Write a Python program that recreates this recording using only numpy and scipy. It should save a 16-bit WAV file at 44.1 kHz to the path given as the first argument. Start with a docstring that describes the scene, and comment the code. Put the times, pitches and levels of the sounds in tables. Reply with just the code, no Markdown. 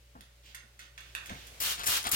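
"""Spray bottle on stone

A trigger spray bottle wets a stone slab in a small workshop, close to a handheld microphone.
Faint ticks, bumps and rustle come first, as it is picked up; then three squirts, the last just beginning.
In each the nozzle hisses and mist patters on the stone; between them the trigger springs back
and the pump refills. Mains hum and room air lie below."""
import sys
import numpy as np
from scipy import signal
from scipy.fft import rfft, irfft
from scipy.io import wavfile

SR = 44100
rng = np.random.default_rng(int(sys.argv[2]) if len(sys.argv) > 2 else 0)


def generate_wav(sig):
    """Save sig (samples, or channels by samples) to the path in sys.argv[1] as 16-bit PCM at SR."""
    pcm = np.round(np.clip(np.atleast_2d(sig).T, -1, 1) * 32767).astype(np.int16)
    wavfile.write(sys.argv[1], SR, pcm)


N = 94991
T = np.arange(N) / SR
FREQS = np.maximum(np.fft.rfftfreq(N, 1 / SR), 1)


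def undb(db):
    """Decibels to gain."""
    return 10 ** (np.asarray(db) / 20)


def unit_rms(x):
    """Scale to rms 1."""
    return x / np.sqrt(np.mean(x ** 2) + 1e-20)


def noise():
    """White noise."""
    return rng.standard_normal(N)


def wander(rate_hz):
    """Smooth random drift, spread near 1."""
    knots = rng.standard_normal(4096)
    return 1.46 * np.interp(T * rate_hz, np.arange(4096), knots)


def colour(x, spectrum, tilt_db_per_oct=0, modes=()):
    """Shape a steady signal by a spectrum, a tilt and resonances; rms 1."""
    hz, db = np.array(spectrum).T
    octaves = np.log2(np.clip(FREQS, hz[0], hz[-1]) / 1000)
    gain = undb(np.interp(np.log(FREQS), np.log(hz), db) + tilt_db_per_oct * octaves)
    peaks = sum(undb(level) / (1 + (2 * (FREQS - centre) / width) ** 2) for centre, width, level in modes)
    low_cut = 1 / np.sqrt(1 + (hz[0] / 2 / FREQS) ** 4)
    return unit_rms(irfft(rfft(x) * gain * (1 + peaks) * low_cut, N))


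def grains(per_s, spread_db):
    """Dense tiny impacts, a few larger than the rest."""
    impulses = (rng.random(N) < per_s / SR) * np.sign(noise())
    return impulses * undb(spread_db * np.minimum(rng.exponential(size=N), 4))


def envelope(start_s, attack_s, hold_s, release_s):
    """Linear rise; exponential fall from hold_s after the start."""
    rise = np.clip((T - start_s) / attack_s, 0, 1)
    return rise * np.exp(-np.maximum(T - start_s - hold_s, 0) / release_s)


def swells(table):
    """One half-sine rise and fall per row."""
    return sum(undb(db) * np.sin(np.pi * np.clip((T - start) / length, 0, 1))
               for start, length, db in table)


def contacts(table, spectrum, attack_s, modes=()):
    """Short contacts, each exciting a dense, quickly dying ring."""
    return sum(undb(db) * envelope(start, attack_s, attack_s, decay) * colour(noise(), spectrum, tilt, modes)
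               for start, db, decay, tilt in table)


# hum partials (frequency [Hz], level [dB])
HUM_PARTIALS = [(58.5, -60), (120, -69.5), (570, -79)]


def mains_hum(waver_db=-1.5):
    """Three low tones, each wavering in level."""
    return sum(undb(db + waver_db * wander(8.2)) * np.sqrt(2) * np.sin(2 * np.pi * (hz * T + rng.random()))
               for hz, db in HUM_PARTIALS)


# spectrum of room air plus handling rustle (frequency [Hz], gain [dB])
AIR_RUSTLE_SPECTRUM = [(25, -22), (55, -11.5), (110, -6), (200, -18.5), (500, -14), (1000, -21.5),
                       (2500, -17), (6000, -22.5), (15500, -30)]
# room air plus handling rustle (time [s], level [dB])
AIR_RUSTLE_LEVELS = [(.3, -67), (.93, -66), (1.25, -59), (1.6, -55), (2.15, -56)]


def air_and_rustle():
    """Steady room air plus handling rustle that grows as the bottle is picked up."""
    mid, side = colour(noise(), AIR_RUSTLE_SPECTRUM), colour(noise(), AIR_RUSTLE_SPECTRUM)
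    side = irfft(rfft(side) * np.clip(FREQS / 900, .3, 1), N)  # bass alike in both channels
    gain = undb(np.interp(T, *np.array(AIR_RUSTLE_LEVELS).T))
    return gain * np.array([mid + side, mid - side])


# bumps of hand and bottle (time [s], level [dB], decay [s], tilt [dB/octave])
BUMPS = [(.150, -49.5, 0.04, -1), (1.283, -50, 0.0074, -1), (1.299, -40, 0.037, -2),
         (1.782, -47, 0.026, -9), (1.884, -42.5, 0.032, -6.5), (2.062, -41, 0.019, -1.5),
         (2.128, -40.5, 0.023, -1.5)]
# bump spectrum (frequency [Hz], gain [dB])
BUMP_SPECTRUM = [(30, -17.5), (70, -1), (110, -6.5), (165, -3), (250, -1), (400, -12.5), (800, -6),
                 (1500, -11), (5000, -58)]


def hand_bumps():
    """Hand and bottle bump dully."""
    return contacts(BUMPS, BUMP_SPECTRUM, attack_s=.005)


# taps at the bench (time [s], level [dB], decay [s], tilt [dB/octave])
TICKS = [(.208, -40, 0.00067, 1.5), (.457, -52.5, 0.0029, 0.5), (.546, -40.5, 0.0069, 2),
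         (.638, -58.5, 0.0063, -13), (.791, -46, 0.015, -0.5), (.977, -42.5, 0.0068, -1.5),
         (1.004, -48.5, 0.006, 0.5), (1.150, -26, 0.0011, 0), (1.258, -40, 0.0036, 1.5),
         (1.268, -46, 0.0036, 3), (1.294, -36.5, .004, -2.5), (1.318, -60, 0.0046, -12),
         (1.466, -50, 0.012, 5.5)]
# tap spectrum (frequency [Hz], gain [dB])
TICK_SPECTRUM = [(200, -22), (600, -22.5), (1100, -10), (1700, 3), (2700, -4.5), (4500, -7.5), (6500, -12),
                 (9000, -13), (15500, -21)]
# tap resonances (frequency [Hz], width [Hz], gain [dB])
TICK_MODES = [(1747, 110, -18), (2720, 170, 0), (3430, 90, 7), (6290, 180, 8)]


def bench_ticks():
    """Light taps ring briefly at the bench."""
    return contacts(TICKS, TICK_SPECTRUM, attack_s=.00074, modes=TICK_MODES)


# slides on the bench (time [s], length [s], level [dB])
SLIDES = [(0.421, 0.12, -59), (0.783, .1, -61.5), (0.981, 0.16, -63), (1.09, 0.21, -68.5),
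          (1.22, 0.28, -56.5)]
# friction spectrum (frequency [Hz], gain [dB])
SLIDE_SPECTRUM = [(200, -1), (600, -8), (1000, -11.5), (1600, -4.5), (3000, 3.5), (6500, -6.5),
                  (10000, -23), (15500, -15)]


def bench_slides():
    """Things scrape softly across the bench."""
    return swells(SLIDES) * colour(noise(), SLIDE_SPECTRUM)


# trigger squeezes (time [s], length [s], jet level [dB], mist level [dB])
SQUIRTS = [(1.6, 0.12, -31, -31.5), (1.862, .11, -28.5, -29), (2.111, .115, -28.5, -25.5)]
# nozzle hiss spectrum (frequency [Hz], gain [dB])
JET_SPECTRUM = [(150, -13), (500, -12), (1200, -4.5), (2500, -6.5), (5000, -3), (8000, -5), (11000, -5),
                (15500, -2)]


def nozzle_jet(sag_db_per_s=63, flutter_db=1.7):
    """The nozzle hisses at once, sags with the pressure and shuts."""
    flow = np.zeros(N)
    for start, length, db, _ in SQUIRTS:
        sag_db = sag_db_per_s * np.clip(T - start, 0, length)
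        flow += undb(db - sag_db) * envelope(start, attack_s=.0037, hold_s=length, release_s=.021)
    return flow * undb(flutter_db * wander(350)) * colour(noise(), JET_SPECTRUM)


# spectrum of mist on stone (frequency [Hz], gain [dB])
MIST_SPECTRUM = [(200, -18), (700, -10), (1300, -2), (2200, -1), (3200, 1), (4800, -1), (8000, -4.5),
                 (15500, -14.5)]
# narrow spray resonances (frequency [Hz], width [Hz], gain [dB])
SPRAY_MODES = [(2840, 33, 5), (3204, 78, 2), (3700, 50, 0), (4300, 46, -1), (4920, 24, -21)]


def mist(delay_s=.0021):
    """Droplets patter on the stone, building as the cone of spray fills."""
    flow = sum(undb(db) * envelope(start + delay_s, attack_s=.046, hold_s=length, release_s=.033)
               for start, length, _, db in SQUIRTS)
    droplets = grains(per_s=16000, spread_db=1.5)
    return flow * colour(droplets, MIST_SPECTRUM, modes=SPRAY_MODES)


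# trigger clicks (time [s], level [dB], decay [s], tilt [dB/octave])
CLICKS = [(1.604, -44, 0.0011, 9), (1.625, -26, 0.0011, 1.5), (1.794, -36.5, 0.0031, -0.5),
          (1.834, -32.5, 0.0061, -3.5), (1.841, -33.5, 0.0097, -3), (1.859, -26.5, 0.0033, 4.5),
          (1.869, -25, 0.0057, 1.5), (1.8825, -25, 0.00089, -5), (1.898, -39.5, 0.0039, -3.5),
          (2.029, -31.5, 0.0014, 0), (2.041, -30, 0.0015, -0.5), (2.0675, -26, .005, -4),
          (2.091, -27.5, 0.0017, 8), (2.115, -24.5, .002, 3), (2.121, -18, 0.00088, 5),
          (2.132, -26.5, .002, -1)]
# plastic click spectrum (frequency [Hz], gain [dB])
PLASTIC_SPECTRUM = [(200, -24.5), (700, -5.5), (2100, 2), (4000, -3), (7500, 1.5), (11000, -1.5),
                    (15500, -5.5)]


def trigger_clicks():
    """The plastic trigger clicks as it is squeezed and springs back."""
    return contacts(CLICKS, PLASTIC_SPECTRUM, attack_s=.00053)


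# return strokes (time [s], length [s], level [dB])
REFILLS = [(1.773, 0.064, -39), (2.038, 0.058, -33.5)]
# suction spectrum (frequency [Hz], gain [dB])
REFILL_SPECTRUM = [(150, -9), (500, -8.5), (1300, 4.5), (2200, -2.5), (3500, 2), (6000, -8), (15500, -22.5)]


def pump_refill():
    """The piston sucks water up on its way back."""
    return swells(REFILLS) * colour(grains(per_s=3500, spread_db=2.5), REFILL_SPECTRUM)


# workshop reverberation (frequency [Hz], T60 [s])
ROOM_T60 = [(150, 0.12), (1000, 0.51), (3000, 0.35), (8000, .3), (15000, 0.15)]


def room_tail(onset_s=.008):
    """Diffuse response of the workshop; the midrange lasts longest."""
    hz, t60s = np.array(ROOM_T60).T
    source = rfft(noise())
    bands = (irfft(source * np.interp(np.log(FREQS), np.log(hz), row), N) for row in np.eye(len(hz)))
    tail = sum(band * undb(-60 * T / t60) for band, t60 in zip(bands, t60s))
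    return unit_rms(tail * np.clip(T / onset_s, 0, 1)) / np.sqrt(N)


def place(x, pan_db, early_db, room_db):
    """Direct sound in two channels, reflections off the bench, then the room."""
    channels = []
    for side, lag_s in ((1, 0), (-1, .00043)):
        early = np.diff(noise(), prepend=0) * envelope(.001, attack_s=.001, hold_s=0, release_s=.0032)
        early = unit_rms(early) / np.sqrt(N)
        near = x + undb(early_db) * signal.fftconvolve(x, early)[:N]
        near = np.roll(near, int(lag_s * SR)) * (T >= lag_s)
        room = undb(room_db) * signal.fftconvolve(x, room_tail())[:N]
        channels.append(undb(side * pan_db / 2) * (near + room))
    return np.array(channels)


def scene():
    """Stereo mix; the mist lands widely, so each channel gets different droplets."""
    return (mains_hum() + air_and_rustle()
            + place(hand_bumps(), pan_db=1, early_db=-14, room_db=-17)
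            + place(bench_ticks() + bench_slides(), pan_db=-4.5, early_db=.5, room_db=0)
            + place(nozzle_jet() + trigger_clicks() + pump_refill(), pan_db=4, early_db=-2, room_db=-9.5)
            + np.array([mist(), mist()]))


def record(dry):
    """A steep low-pass cuts the top treble."""
    cutoff_hz = 16100
    return signal.sosfilt(signal.ellip(10, .2, 75, cutoff_hz, fs=SR, output="sos"), dry)


dry = scene()
out = record(dry)
generate_wav(out)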